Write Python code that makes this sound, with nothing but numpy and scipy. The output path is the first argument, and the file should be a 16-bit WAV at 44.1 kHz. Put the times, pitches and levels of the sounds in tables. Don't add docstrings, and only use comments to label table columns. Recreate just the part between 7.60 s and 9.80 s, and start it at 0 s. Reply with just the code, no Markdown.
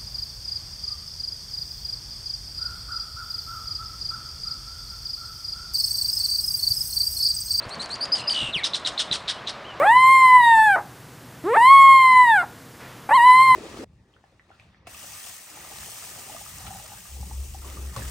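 import sys
import numpy as np
from scipy import signal
from scipy.fft import rfft, irfft
from scipy.io import wavfile
from scipy.ndimage import uniform_filter1d

SR = 44100
rng = np.random.default_rng(int(sys.argv[2]) if len(sys.argv) > 2 else 0)


def to_linear_factor(level_db):
    exponent = np.asarray(level_db, float) / 20
    return 10 ** exponent


def inscribe(sig):
    pcm = np.round(np.clip(np.atleast_2d(sig).T, -1, 1) * 32767)
    wavfile.write(sys.argv[1], SR, pcm.astype(np.int16))


N = 97020

WHISTLE_HARMONICS = [0, -16, -9]
# [f/Hz, level/dB]
MIC_RESPONSE = [(8500, 4), (10000, -4.5), (12000, -30), (14000, -27), (16000, -41)]


def evened(x):
    return x / np.sqrt(np.mean(x ** 2) + 1e-20)


def coloured(x, points):
    f, db = np.transpose(points)
    hz = np.fft.rfftfreq(len(x), 1 / SR)
    gain = to_linear_factor(np.interp(np.log(hz + 1), np.log(f + 1), db))
    return irfft(rfft(x) * gain, len(x))


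def resonate(x, hz, width_hz):
    turn = np.exp(2j * np.pi * np.cumsum(hz * np.ones(len(x))) / SR)
    r = np.exp(-np.pi * width_hz / SR)
    return 2 * (turn * signal.lfilter([(1 - r) ** 2], [1, -2 * r, r * r], x / turn)).real


def add(mix, s, sound):
    part = mix[round(s * SR):][:len(sound)]
    part += sound[:len(part)]


def drift(count, size):
    noise = rng.standard_normal(count + 400)
    smooth = uniform_filter1d(uniform_filter1d(noise, size), size)
    return evened(smooth)[200:count + 200]


def tone(hz, levels_db):
    phase = 2 * np.pi * np.cumsum(hz) / SR
    return sum(np.sqrt(2) * to_linear_factor(db) * np.sin(k * phase) * (k * hz < .45 * SR)
               for k, db in enumerate(levels_db, 1))


def gate(t, length, rise, fall):
    return np.clip(np.minimum(t / rise, (length - t) / fall), 0, 1)


def crack(hz):
    length, first, last = 0.014, 1.65, 0.5
    u = np.arange(0, length, 1 / SR) / length
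    level = np.sin(np.pi * u) * (1 + 1.88 * drift(len(u), size=12))
    return level * tone(hz * first * (last / first) ** u, [0, -8])


def chirp(mix, start, length, db, first_hz, last_hz):
    fray_s, pure_db = .035, -23.5
    t = np.arange(0, length, 1 / SR)
    u = t / length
    fray = np.minimum(t / fray_s, 1) ** 2
    scoop = 1 - 0.133 * np.exp(-t / 0.00358)
    flutter = 1 + 0.017 * fray * to_linear_factor(-db - 34).clip(.15, 1) * drift(len(t), size=50)
    ripple = 0.029 * to_linear_factor(pure_db - db).clip(.1, 1) * np.sin(2 * np.pi * 224 * t)
    hz = (first_hz + (last_hz - first_hz) * u ** 1.5) * scoop * flutter
    hz = hz * (1 + 0.0233 * np.sin(np.pi * u) + ripple)
    loss_db = 1.1 * max(db - pure_db, 0) * np.sign(np.arange(len(WHISTLE_HARMONICS)))
    wobble = 1 + 0.39 * (0.18 + fray) * to_linear_factor(-db - 15).clip(.2, 1) * drift(len(t), size=70)
    level = gate(t, length, 0.0084, 0.0016) * to_linear_factor(db + 3 * (u - 2.5)) * wobble
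    add(mix, start, level * tone(hz, WHISTLE_HARMONICS - loss_db))
    crack_level = to_linear_factor(min(db, -28) - 17) * min(length / fray_s, 1) ** 2
    add(mix, start + length + 0.00101, crack_level * crack(last_hz))


def trill(mix, rows):
    s, *cols = np.transpose(rows)
    t = np.arange(s[0], s[-1], 1 / SR)
    rate, high_hz, high_db, low_db = (np.interp(t, s, c) for c in cols)
    turns = np.cumsum(rate * (1 + .01 * drift(len(t), size=300))) / SR
    u = turns % 1
    low_share = np.interp(rate, [60, 65], [.3, 0.8])
    low = np.clip(u / low_share, 0, 1)
    high = np.clip((u - low_share) / (1 - low_share), 0, 1)

    floor_hz = 3065 - 397.4 * (t - s[0]) / (s[-1] - s[0])
    low_hz = floor_hz + (high_hz - floor_hz) * np.exp(-(low / .17) ** 1.42)
    low_level = to_linear_factor(low_db) * np.sin(np.pi * low ** 0.97).clip(0) ** 0.047
    high_level = to_linear_factor(high_db) * np.sin(np.pi * high).clip(0) ** 0.19
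    scooped_hz = high_hz * (1 - 0.018 * np.exp(-high / 0.16))
    voice = low_level * tone(low_hz, [0, -26, -22]) + high_level * tone(scooped_hz, WHISTLE_HARMONICS)

    breath = [(2000, -14), (4000, 0), (6000, -4), (8500, 13.5), (10500, 4), (14000, 1), (16000, 6)]
    rasp = evened(coloured(rng.standard_normal(len(t)), breath))
    rasp_level = to_linear_factor(np.maximum(low_db, high_db - 3.5) - 16) * (0.27 + np.exp(-u / 0.62))
    add(mix, s[0], voice * (1 + 0.25 * drift(len(t), size=50)) + rasp * rasp_level)
    for i in np.flatnonzero(np.diff(u) < 0):
        add(mix, t[i] - .004, to_linear_factor(min(high_db[i], -30) - 15.5) * crack(high_hz[i]))


def slide(mix):
    # [t/s, f/Hz, level/dB]
    glide = [(.922, 4180, -57), (0.937, 3750, -32.5), (.952, 3080, -23.5), (0.981, 2260, -31),
             (0.999, 1913, -35), (1.02, 1520, -51)]
    harmonics = [2, -7.5, -12, -5, -8, -12]
    # [f/Hz, level/dB]
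    throat_response = [(3000, 2), (4200, 7.5), (6500, -20.5), (9000, -9.5), (12000, -8.5)]
    second_ratio, second_db = .93, -1
    s, hz, db = np.transpose(glide)
    t = np.arange(s[0], s[-1], 1 / SR)
    f = np.interp(t, s, hz)
    upper = tone(f / np.sqrt(second_ratio), harmonics)
    lower = to_linear_factor(second_db) * tone(f * np.sqrt(second_ratio), harmonics)
    add(mix, s[0], to_linear_factor(np.interp(t, s, db) - 10.0) * coloured(upper + lower, throat_response))


def chatter(mix, start, whistle_s, whistle_db, rasp_s, rasp_db, top_hz, rough, throat_hz, beak_db, air_db):
    # [f/Hz, level/dB]
    diffuse_response = [(590, -60), (1000, -20), (1500, -34), (2520, -2), (2890, 8), (3770, 11.5), (9580, -8),
                        (12200, -51), (15700, -24)]
    # [f/Hz, width/Hz, level/dB]
    side_rings = [(5100, 1830, -2), (9700, 7300, -8), (1910, 2300, -6), (15400, 1700, 7.5)]
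    t = np.arange(0, whistle_s, 1 / SR)
    arch = np.sin(np.pi * (t / whistle_s) ** 0.9).clip(0) ** 0.6
    low_hz = 2536
    hz = (low_hz + (top_hz - low_hz) * arch) * (1 + 0.081 * rough * drift(len(t), size=20))
    loud = .4 + 0.7 * np.exp(-((hz - 3750) / 120) ** 2)
    loud = loud * (1 + 1.7 * rough * drift(len(t), size=30))
    level = to_linear_factor(whistle_db) * gate(t, whistle_s, 0.0026 + 0.01 * rough, 0.001) * loud
    add(mix, start, level * tone(hz, [0, -30]))

    lead_s = .017
    t = np.arange(0, rasp_s + lead_s, 1 / SR)
    u = t / t[-1]
    hz = 2350 * .4 ** u * (1 + .06 * u * drift(len(t), size=25))
    voice = tone(hz, np.zeros(16)) + u * tone(hz / 2, np.zeros(24))
    noise = np.maximum(.55 * np.minimum(.3 + 2 * u, 1), .8 * rough)
    drive = (1 - noise) * evened(voice) + noise * rng.standard_normal(len(t))
    drive = drive * to_linear_factor(2.2 * drift(len(t), size=60))
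    sink = 1 + 0.094 * (.5 - u)
    throat = resonate(drive, throat_hz, 1530)
    for (f, width_hz, db), own_db in zip(side_rings, (beak_db, .5 * air_db, 0, air_db)):
        throat = throat + to_linear_factor(db + own_db) * resonate(drive, f * sink, width_hz)
    sound = evened(throat) + to_linear_factor(-3.5) * evened(coloured(drive, diffuse_response))
    shape = np.clip(t / .019, 0, 1) ** 1.2 * to_linear_factor(-18 * u ** 2.0) * gate(t, t[-1], .001, .018)
    add(mix, start + whistle_s - lead_s, to_linear_factor(rasp_db) * shape * evened(sound))


def seabird(mix):
    # [t/s, length/s, level/dB, first f/Hz, last f/Hz]
    chirps = [(0.018, 0.029, -40, 3950, 4740), (0.102, .046, -36, 4060, 4570),
              (0.192, 0.028, -29, 4030, 4135), (0.211, 0.04, -36, 4380, 4500),
              (0.298, 0.052, -31.5, 4080, 4756), (0.405, .043, -23.5, 4560, 4810),
              (0.517, 0.034, -15.5, 4930, 4872), (0.672, .024, -18.5, 4910, 4970)]
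    # [t/s, beat rate/Hz, high f/Hz, high level/dB, low level/dB]
    trills = [
        [(.551, 54, 4840, -25, -35), (.566, 53, 4625, -33.5, -43), (.576, 74, 4640, -36.5, -46),
         (.604, 62, 4136, -32.5, -44), (.622, 50, 4200, -61, -37)],
        [(.697, 56.5, 4820, -23, -29.5), (.728, 59, 4633, -26, -42.5), (.745, 68, 4577, -30, -33.5),
         (.762, 70, 4100, -39, -29), (.81, 71.4, 3846, -36, -30), (.857, 69, 3730, -40, -33),
         (.89, 112, 3590, -42.5, -36.5), (.92, 160, 3500, -58, -49)],
    ]
    # [t/s, whistle length/s, whistle level/dB, rasp length/s, rasp level/dB]
    calls = [(1.032, .018, -22.5, .042, -23), (1.132, .021, -24, .038, -26.5),
             (1.245, .024, -25.5, .038, -24), (1.375, .025, -23, .038, -21.5),
             (1.509, .025, -22.5, .045, -23.5), (1.674, .02, -32, .04, -24), (1.864, .03, -33, .028, -28.5)]
    # [arch top f/Hz, roughness 0-1, throat f/Hz, beak level/dB, air level/dB]
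    colours = [(3950, .2, 3700, 3, -4), (4170, .2, 3800, -1, -1), (4100, .25, 3500, -3, -1),
               (4250, .2, 3600, -3, -2), (4120, .2, 3800, -3, -1), (4050, .7, 3800, -5, -13),
               (4000, .7, 4150, -5, -11)]
    for row in chirps:
        chirp(mix, *row)
    for rows in trills:
        trill(mix, rows)
    slide(mix)
    for row, colour in zip(calls, colours):
        chatter(mix, *row, *colour)


def far_birds(mix):
    # [t/s, length/s, level/dB, first f/Hz, last f/Hz]
    whistles = [(1.0, .036, -41, 2400, 2150), (1.43, .05, -49, 2900, 3150), (1.715, .064, -53, 3050, 2930),
                (1.772, .03, -52, 2930, 3400), (2.015, .05, -49, 1800, 1780), (2.042, .03, -49, 2750, 3150),
                (2.07, .065, -50, 3200, 2800), (1.322, .03, -61, 7300, 5600), (.62, .08, -49, 3000, 2650),
                (1.47, .03, -50, 3500, 3650)]
    throbs = [82, -3.5, 0.5, 0, -3, 95, 96, 5, 103.5, 127]
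    for (start, length, db, first_hz, last_hz), beats in zip(whistles, throbs):
        t = np.arange(0, length, 1 / SR)
        hz = first_hz + (last_hz - first_hz) * t / length
        throb = 1 + .85 * np.sin(2 * np.pi * beats * t)
        add(mix, start, to_linear_factor(db) * gate(t, length, .008, .008) * throb * tone(hz, [0, -30]))


def banks(x):
    t60_s = 0.29
    t = np.arange(SR // 2) / SR
    tail = rng.standard_normal(len(t)) * to_linear_factor(-60 * t / t60_s) * (t > .004)
    return signal.fftconvolve(x, tail / np.linalg.norm(tail))[:N]


def handling():
    # [t/s, peak level/dB]
    ticks = [(0.0835, -40), (0.187, -33), (0.219, -24), (0.2602, -19.5), (0.294, -30), (0.3575, -36),
             (0.6265, -36), (1.198, -34), (2.142, -43)]
    # [t/s, length/s, level/dB]
    rustles = [(.08, .04, -47), (.185, .08, -49), (.27, .1, -52), (.55, .08, -46)]
    # [t/s, length/s, level/dB, f/Hz]
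    puffs = [(0.059, 0.045, -39, 90), (0.164, 0.062, -38.5, 169), (0.81, 0.088, -36.5, 112),
             (0.881, 0.05, -41, 130), (0.953, 0.035, -37, 184), (0.569, 0.039, -52, 150),
             (1.505, 0.039, -35.5, 175)]
    mix, t = np.zeros(N), np.arange(300) / SR
    for s, db in ticks:
        add(mix, s, to_linear_factor(db) * np.exp(-t / 0.00016) * np.diff(rng.standard_normal(301)))
    for s, length, db in rustles:
        count = round(length * SR)
        grit = np.diff(rng.standard_normal(count + 1)) * to_linear_factor(7.7 * drift(count, size=60))
        add(mix, s, to_linear_factor(db) * np.hanning(count) * grit)
    mix = coloured(mix, MIC_RESPONSE)
    for s, length, db, hz in puffs:
        u = np.arange(0, 1, 1 / (length * SR))
        spectrum = [(20, -14), (hz, 0), (3 * hz, -12), (1200, -50)]
        noise = coloured(rng.standard_normal(4096), spectrum)
        add(mix, s, to_linear_factor(db) * np.sin(np.pi * u ** 0.5) ** 2 * evened(noise[:len(u)]))
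    return mix


def outdoor_hum():
    # [f/Hz, level/dB]
    hum_spectrum = [(15, -47), (25, -1.5), (480, -1), (636, 5), (800, 0.5), (1060, 3.5), (2510, -7),
                    (4090, -12), (15700, -46.5)]
    hum = coloured(rng.standard_normal(N), hum_spectrum)
    hum = to_linear_factor(-39.5) * evened(coloured(hum, [(25, -13.5), (80, 5.5), (200, 3.5)]))
    low = coloured(hum, [(150, 4), (400, -30)])
    return hum * to_linear_factor(.6 * drift(N, size=5000)) + low * (to_linear_factor(1.5 * drift(N, size=1200)) - 1)


def scene():
    # [t/s, share toward the left]
    bearing = [(.2, 0.062), (.45, 0.045), (.75, 0.032), (.95, 0.024), (2.2, 0.032)]
    bird = np.zeros(N)
    seabird(bird)
    far_birds(bird)
    bird = coloured(bird + to_linear_factor(-11.5) * banks(bird), MIC_RESPONSE)
    ground = outdoor_hum()
    side = to_linear_factor(-7) * coloured(banks(bird), [(1800, -40), (3000, -41.0), (5000, -41), (12000, -22)])
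    side = side + coloured(np.roll(ground, N // 2), [(150, -27.5), (350, -33.5), (600, -40.5), (900, -80.5)])
    side = side + bird * np.interp(np.arange(N) / SR, *np.transpose(bearing))
    mid = bird + ground + handling()
    return np.array([mid + side, mid - side])


def top_cut(x):
    return signal.sosfilt(signal.butter(12, 15880, fs=SR, output="sos"), x)


def record(dry):
    low_pass = signal.firwin(511, 15850, window=("kaiser", 9), fs=SR)
    cut = signal.oaconvolve(dry, low_pass[None], "same")
    return top_cut(cut + to_linear_factor(-86) * dry)


dry = scene()
out = record(dry)
inscribe(out)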